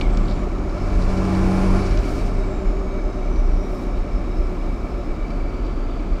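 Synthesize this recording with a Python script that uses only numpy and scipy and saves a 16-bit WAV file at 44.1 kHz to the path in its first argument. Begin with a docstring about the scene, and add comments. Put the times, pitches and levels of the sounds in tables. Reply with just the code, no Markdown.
"""A six-cylinder diesel heard from inside the cab of a moving pickup: the clutch comes up after a shift, the
engine pulls briefly while the turbo spools, then the truck coasts. Crank-order tones and pulsing noise make the
engine, moving noise bands the turbo. Tyres drone from noise that repeats each turn and tick once a turn, the cab
booms on one low tone, gears hum, the lever knocks and rattles on its ringing modes, trim buzzes, air hisses past."""
import sys
import numpy as np
from scipy import signal
from scipy.fft import rfft, irfft
from scipy.io import wavfile
from scipy.ndimage import uniform_filter1d

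SR = 44100
rng = np.random.default_rng(int(sys.argv[2]) if len(sys.argv) > 2 else 0)


def bounce(signal):
    """Save signal as a 16-bit WAV file at the path given by the first command-line argument."""
    frames = np.transpose(np.atleast_2d(signal))
    limited = np.clip(frames, -1, 1)
    pcm = np.round(limited * 32767).astype(np.int16)
    wavfile.write(sys.argv[1], SR, pcm)


N = 273420
t = np.arange(N) / SR
TOP_HZ = 15700  # the microphone passes nothing much above this

# Engine effort: (time [s], firing throb level [dB], combustion load [dB], 0 = full load)
ENGINE_EFFORT = [(0, -31.5, -23.5), (.2, -27.5, -14), (.38, -28.5, -19), (.48, -37, -19.5),
                 (.65, -32.5, -19), (.85, -28, -16.5), (1.05, -26.5, -8), (1.35, -22, -1),
                 (1.78, -24.5, -1.5), (1.9, -25.5, -16), (2.1, -29, -21), (2.4, -29.5, -16),
                 (2.7, -41, -21), (4.2, -36, -23.5), (6.2, -38.5, -41)]
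# Cab panel resonances: (frequency [Hz], width [Hz], boost [dB])
PANEL_MODES = [(1174, 120, 2.5), (2278, 79, 5)]
# Rush of charge air, which the lever rattle follows: (time [s], level [dB])
CHARGE_AIR = [(0, -55), (.4, -66), (.6, -70), (1.0, -52), (1.5, -58), (1.8, -49), (2.15, -50.5), (2.4, -62),
              (2.8, -90)]
# Ringing modes of the gear lever: (frequency [Hz], relative level [dB], 60 dB decay time [s])
LEVER_MODES = [(2305, -1, 0.06), (3007, -10, 0.022), (3990, -14, 0.037), (4520, -12.5, 0.05),
               (5480, -14, 0.027)]


def undb(db):
    """Turn decibels into an amplitude factor."""
    return 10 ** (np.asarray(db) / 20)


def columns(table):
    """Table columns joined by straight lines in time."""
    s, *rest = np.transpose(table)
    return [np.interp(t, s, c) for c in rest]


def unit(x):
    """Scale to rms 1."""
    return x / np.sqrt(np.mean(x ** 2))


def colour(x, shape, peaks=()):
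    """Filter to a (frequency [Hz], level [dB]) outline with resonances on top; rms 1."""
    f = np.maximum(np.fft.rfftfreq(len(x), 1 / SR), 1)
    outline_hz, outline_db = np.transpose(shape)
    db = np.interp(np.log(f), np.log(outline_hz), outline_db, left=-120, right=-120)
    for hz, width, boost_db in peaks:
        db = db + boost_db / (1 + (2 * (f - hz) / width) ** 2)
    return unit(irfft(rfft(x) * undb(db), len(x)))


def walk(rate):
    """Wandering random values: drawn rate times a second, held, then smoothed twice; spread near 1."""
    hold = int(SR / rate)
    steps = np.repeat(rng.standard_normal(N // hold + 1), hold)
    return 1.27 * uniform_filter1d(uniform_filter1d(steps, hold), hold)[:N]


def tone(turns, drift=0.076, rate=6):
    """A sine on a running count of cycles, its phase wandering by drift cycles; rms near 1."""
    return np.sqrt(2) * np.sin(2 * np.pi * (turns + rng.random() + drift * walk(rate)))


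def breath(hz, spread_hz):
    """Noise in a narrow band around a moving centre; rms 1."""
    at = np.cumsum(spread_hz * np.ones(N)) / SR
    steps = np.arange(int(at[-1]) + 2)
    # a wider band draws its random values faster
    a, b = (np.interp(at, steps, rng.standard_normal(len(steps))) for _ in range(2))
    phase = 2 * np.pi * np.cumsum(hz * np.ones(N)) / SR
    return unit(a * np.cos(phase) + b * np.sin(phase))


def repeating(turns):
    """A fixed random pattern played once a turn; rms 1."""
    size = 4096
    pattern = rng.standard_normal(size)
    return unit(np.interp(turns % 1, np.arange(size) / size, pattern, period=1))


def swells(rows):
    """Bell-shaped rises and falls from (peak [s], rise [s], fall [s], level [dB]) rows."""
    return sum(undb(db) * np.exp(-(2 * (t - s) / np.where(t < s, rise, fall)) ** 2) for s, rise, fall, db in rows)


def half_sine(start, end):
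    """A single arch from start to end [s], silent outside."""
    return np.sin(np.pi * np.clip((t - start) / (end - start), 0, 1))


def engine(firing_hz, slip):
    """Crank orders through the mounts; load brings higher orders and a roar that pulses with each firing."""
    # Throb through the mounts: (crank order, relative level [dB])
    throb_orders = [(1, -15.5), (1.5, -17.5), (2, -7.5), (3, -2.5), (4.5, -12)]
    # Orders raised by load: (crank order, level at full load [dB])
    pull_orders = [(6, -19.5), (9, -34.5), (10.5, -30.5), (13, -41.5), (15, -39), (18.5, -40.5),
                   (22.5, -42.5), (26.5, -43.5), (30, -46), (33, -40.5), (35.5, -51), (38, -67),
                   (44, -46.5)]
    # Roar outline: (frequency [Hz], relative level [dB])
    roar_outline = [(120, -43), (200, -8), (223, -20), (376, -15), (494, -22), (581, -24.5), (833, -14),
                    (896, -27.5), (1050, -20), (1950, -32.5), (2290, -33.5), (3230, -42.5), (5260, -38),
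                    (9720, -51.5), (15000, -76)]
    throb_db, load_db = columns(ENGINE_EFFORT)
    firings = np.cumsum(firing_hz) / SR
    crank = firings / 3  # six cylinders fire three times a crank turn

    throb = sum(undb(db + 1.2 * walk(8.9)) * tone(k * crank) for k, db in throb_orders)
    # with the clutch down the free-running engine rocks harder and rougher on one order
    rocking = undb(2.2 * walk(23.8)) * tone(9 / 2 * crank, drift=0.11, rate=25)
    throb = throb + 1.5 * (slip - 1) * rocking

    # higher orders waver more
    pull = sum(undb(db + 0.1 * k * walk(14)) * tone(k * crank, drift=0.011 * k, rate=14) for k, db in pull_orders)

    firing_pulse = 1 + 0.33 * np.cos(2 * np.pi * firings)
    # valve gear and knock repeat every two crank turns
    cycle = repeating(crank / 2 + .0004 * walk(12))
    roar = colour(firing_pulse * rng.standard_normal(N) + 0.53 * cycle, roar_outline, PANEL_MODES)
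    roar_db = -32 + 0.55 * load_db
    return undb(throb_db) * throb + undb(load_db) * pull + undb(roar_db) * roar


def turbo():
    """A breathy whistle, broadest under load, with a faint octave and a flickering rush of charge air."""
    # Whistle: (time [s], centre frequency [Hz], level [dB])
    whistle_path = [(0, 7860, -68), (.15, 7657, -63), (.3, 7380, -66), (.5, 6800, -68), (.9, 6600, -67),
                    (1.2, 7540, -69), (1.5, 9210, -61), (1.75, 10300, -58.5), (1.9, 10450, -70),
                    (2.3, 8500, -76), (2.45, 7700, -64), (2.7, 6901, -63.5), (3, 6290, -65),
                    (3.5, 5753, -61), (4, 5400, -63), (4.4, 5250, -72.5), (6.2, 5000, -80)]
    # Charge air outline: (frequency [Hz], relative level [dB])
    rush_outline = [(3000, -21.5), (4300, -1), (5300, 0), (6500, -6.5), (8500, -11), (10600, -15.5),
                    (10900, -25), (14000, -30.5)]
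    hz, db = columns(whistle_path)
    load = undb(columns(ENGINE_EFFORT)[1])
    spread_hz = .06 * hz + 900 * load
    # the octave sounds only where it stays below the microphone's top
    octave = undb(-23) * (hz < TOP_HZ / 2) * breath(2 * hz, 2 * spread_hz)
    whistle = undb(db + 2.0 * walk(25.03)) * (breath(hz, spread_hz) + octave)
    rush = colour(undb(2.5 * walk(44.5)) * rng.standard_normal(N), rush_outline)
    return whistle + undb(columns(CHARGE_AIR)[0]) * rush


def tyres(wheel):
    """Tread noise repeats every turn over fresh road grain, one tread spot ticks each turn, air hisses past."""
    # Road noise: (time [s], tyre drone level [dB], upper road noise level [dB])
    road_levels = [(0, -26.5, -44.5), (.32, -29.5, -42.5), (.55, -29.5, -46.5), (.8, -29, -43.5),
                   (1.6, -27.5, -38), (2.1, -27.5, -40), (2.35, -30, -45), (3.2, -30.5, -47),
                   (6.2, -31, -46.5)]
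    # Outlines of drone, upper road noise and air hiss: (frequency [Hz], relative level [dB])
    drone_outline, upper_outline, hiss_outline = [(41, -47.5), (70, -13), (240, -2.5), (273, -2.5),
                                                  (311, -3), (369, -6.5), (405, -9), (432, -8.5),
                                                  (467, -15), (584, -9.5), (648, -14.5), (711, -10.5),
                                                  (779, -19.5), (1330, -20), (1600, -41), (2080, -30.5),
                                                  (3520, -120)], [(760, -17.5), (1300, -2), (1550, -7),
                                                                 (1750, -6), (1930, -17), (2080, -9.5),
                                                                 (2300, -6.5), (2470, -9), (2830, -13.5),
                                                                 (3240, -17.5), (4520, -18.5),
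                                                                 (7520, -26.5), (10800, -41.5),
                                                                 (15600, -42)], [(3000, -1), (7000, 4),
                                                                                (11000, -3.5), (14000, -4),
                                                                                (16000, -10)]
    # Tread tick: (time [s], level [dB])
    tick_levels = [(0, -41), (3, -39.5), (5, -45), (6.2, -52)]
    # Gusts over the steady air hiss: (peak [s], rise [s], fall [s], level [dB])
    gust_rows = [(1.5, .6, .5, -59), (2.13, 0.24, 0.27, -56), (3.8, 0.33, .15, -61.5),
                 (4.6, 0.51, 1.17, -72)]
    drone_db, upper_db = columns(road_levels)

    # two tyres of slightly different girth
    tread = sum(repeating(wheel * girth) for girth in (1, 1.004))
    drone = colour(0.89 * unit(tread) + rng.standard_normal(N), drone_outline, PANEL_MODES)
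    upper = colour(undb(0.5 * walk(18)) * rng.standard_normal(N), upper_outline, PANEL_MODES)

    hiss = colour(undb(walk(120)) * rng.standard_normal(N), hiss_outline)
    air = undb(-72.5) + swells(gust_rows)

    turn = wheel % 1
    spot = np.exp(-((turn - .5) / 0.24) ** 2) * undb(1.06 * walk(10))
    # the tread blocks there close up, so the pitch glides upward
    tick = unit(spot * np.sin(2 * np.pi * (66.4 * turn + 4.4 * (turn - .5) ** 2)))
    return undb(drone_db) * drone + undb(upper_db) * upper + air * hiss + undb(columns(tick_levels)[0]) * tick


def cab():
    """The lowest air mode booms over a looser rumble, both lifted by jolts; a low shudder dies away early on."""
    # Bumps in the road that shake the cab: (time [s], boom level [dB])
    jolt_rows = [(.1, -18), (.21, -16), (.34, -22), (.48, -22), (.7, -22), (.86, -22), (.98, -20),
                 (1.09, -21), (1.45, -17.5), (1.6, -22), (1.72, -15.5), (1.9, -19), (1.98, -18.5),
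                 (2.25, -21), (2.38, -15), (2.48, -23), (2.68, -17.5), (2.78, -27), (3.05, -22),
                 (3.19, -27), (3.29, -19), (3.39, -17.5), (3.47, -13), (3.56, -14.5), (3.7, -23),
                 (4.0, -20), (4.14, -22), (4.24, -25), (4.4, -19), (4.67, -21), (4.85, -32), (5.1, -24.5),
                 (5.21, -24.5), (5.42, -22), (5.62, -35), (5.79, -24), (5.87, -20.5), (6.13, -18.5)]
    # Rumble outline: (frequency [Hz], relative level [dB])
    rumble_outline = [(4.7, -33), (8.0, -9), (21, -6), (40, 2.5), (52, -0.5), (65, -2.5), (70, -17.5),
                      (110, -16), (140, -40), (240, -120)]
    # A low shudder, strong at the start, dies away by the time the clutch bites:
    # (start [s], end [s], frequency [Hz], level [dB])
    start, end, hz, db = (-0.3, 0.5, 194.5, -33)
    rise_s, fall_s, between_jolts_db = 0.06, 0.073, -27.5
    shake = undb(between_jolts_db) + swells([(s, rise_s, fall_s, jolt_db) for s, jolt_db in jolt_rows])
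    boom = tone(34.27 * t, drift=0.29, rate=9)
    rumble = colour(rng.standard_normal(N), rumble_outline)
    rumble_db = -26 - 0.84 * t - 0.5 * walk(9.0)  # fades slowly and wavers
    shudder = undb(db) * half_sine(start, end) * tone(hz * t)
    return shake * boom + (undb(rumble_db) + 0.18 * shake) * rumble + shudder


def gears(firing_hz, wheel):
    """A mesh hum at four times the road-matched firing rate, split into neighbours by the turning wheels."""
    # Gear hum: (time [s], level [dB])
    hum_levels = [(0, -41), (.8, -43), (1.3, -35.5), (2.3, -34.5), (5.2, -45.5)]
    # Lines around the mesh: (wheel orders off the mesh line, relative level [dB])
    side_lines = [(-1, -10.5), (0, -3), (1, -2.5), (2, -10)]
    mesh = 4 * np.cumsum(firing_hz) / SR
    hum = sum(undb(db + 3.5 * walk(2.99)) * tone(mesh + k * wheel) for k, db in side_lines)
    return undb(columns(hum_levels)[0]) * hum


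def trim():
    """Narrow noise bands flicker as buzzes that come and go."""
    # Trim buzzing while a hand rests on or grips the lever:
    # (start [s], end [s], centre frequency [Hz], spread [Hz], level [dB])
    buzz_rows = [(.8, 5.7, 2290, 140, -56.5), (1.36, 2.2, 4550, 600, -60), (5.1, 6.3, 4620, 500, -63),
                 (5.5, 6.3, 3300, 1100, -60), (-.1, .45, 3300, 1500, -58), (0.62, 5.2, 5220, 380, -64.5),
                 (0.27, 5.3, 3810, 250, -65.5)]
    out = np.zeros(N)
    for start, end, hz, spread_hz, db in buzz_rows:
        fade = np.clip(np.minimum(t - start, end - t) / 0.09, 0, 1)
        out += undb(db + 3.0 * walk(30)) * fade * breath(hz, spread_hz)
    return out


def lever():
    """Each knock is a noise snap that rings the lever modes near its pitch; the boot squeaks in short bursts."""
    # Knocks: (time [s], level [dB], snap pitch [Hz], snap 60 dB decay time [s])
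    knock_rows = [(.0114, -21.5, 3700, .03), (.1729, -25.5, 5400, .016), (.256, -40, 4500, .039),
                  (.2818, -35, 4300, .04), (.298, -38, 4500, .04), (.3107, -34, 4500, .05),
                  (.323, -38.5, 4700, .049), (.7811, -41, 5300, .033), (1.0222, -35, 4700, .033),
                  (1.4695, -38.5, 4500, .03), (1.819, -35, 5020, .04), (1.863, -34, 5000, .04),
                  (1.9091, -35, 5000, .04), (1.974, -30, 5000, .021), (1.9891, -33, 5200, .024),
                  (2.2799, -37, 2292, .02), (4.4703, -43, 5193, .03), (5.5822, -45, 3000, .03),
                  (5.9957, -43, 3500, .03)]
    # Boot squeaks: (start [s], end [s], frequency [Hz], level [dB])
    squeak_rows = [(0.01, 0.05, 2259, -39), (0.051, 0.076, 2195, -39.5), (0.089, 0.111, 2250, -47.5)]
    out = np.zeros(N)
    u = np.arange(int(.1 * SR)) / SR
    for s, db, hz, t60 in knock_rows:
        width_hz = 42 / t60  # the shorter the snap, the broader
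        band = [max(hz - width_hz, 0.31 * hz), hz + .5 * width_hz]
        burst = rng.standard_normal(len(u)) * 1e-3 ** (u / t60)
        snap = signal.sosfilt(signal.butter(3, band, "band", fs=SR, output="sos"), burst)
        # modes weaken by 10 dB an octave away from the snap
        ring = sum(undb(g - 10 * abs(np.log2(f / hz))) * np.sin(2 * np.pi * f * u) * 1e-3 ** (u / d)
                   for f, g, d in LEVER_MODES)
        first = int(s * SR)
        hit = (snap / np.abs(snap).max() + ring)[:N - first]
        out[first:first + len(hit)] += undb(db) * hit
    for start, end, hz, db in squeak_rows:
        squeak = half_sine(start, end) ** .5 * tone(hz * t, drift=0.38, rate=93.0)
        out += undb(db + 1.53 * walk(90)) * squeak
    return out


def rattle():
    """Random taps ring the loose lever's modes, loudest while the charge air rushes."""
    taps_a_s, scatter_db, floor_db = 45, 4.0, -63
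    u = np.arange(int(.06 * SR)) / SR
    chance = rng.random((2, N))
    # most taps are near the softest level, a few come out far stronger
    taps = (chance[0] < taps_a_s / SR) * undb(-scatter_db * np.log(1 - chance[1]))
    ring = sum(undb(.5 * g) * np.sin(2 * np.pi * f * u) * 1e-3 ** (u / d) for f, g, d in LEVER_MODES)
    chatter = unit(signal.fftconvolve(taps, ring)[:N])
    level = undb(floor_db) + undb(columns(CHARGE_AIR)[0] - 3)
    return level * chatter


def scene():
    """Road speed and clutch slip drive the engine, wheels and gears; all sources add up at one microphone."""
    # Road speed: (time [s], firing rate that matches it in this gear [Hz])
    road_speed = [(0, 91.53), (.5, 91.83), (.9, 92.43), (1.15, 93.43), (1.45, 94.6), (1.75, 95.32),
                  (2.05, 94.97), (2.65, 94.64), (3.5, 92.53), (4.4, 90.84), (5.2, 88.9), (6.2, 86.48)]
    # Revs fall until the clutch bites: (time [s], engine speed over road speed)
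    clutch_slip = [(0, 1.32), (.15, 1.25), (.33, 1.15), (.45, 1.04), (.52, 1.0)]
    road_hz, slip = columns(road_speed)[0], columns(clutch_slip)[0]
    firings_a_wheel_turn, start_turn = 10.335, .19 + .5
    wheel = np.cumsum(road_hz) / SR / firings_a_wheel_turn + start_turn
    mix = engine(road_hz * slip, slip) + turbo() + tyres(wheel) + cab()
    mix = mix + gears(road_hz, wheel) + trim() + lever() + rattle()
    return mix[None]


def record(dry):
    """The camera microphone cuts the top with a steep low-pass."""
    return signal.sosfilt(signal.ellip(10, .2, 60, TOP_HZ, fs=SR, output="sos"), dry)


dry = scene()
out = record(dry)
bounce(out)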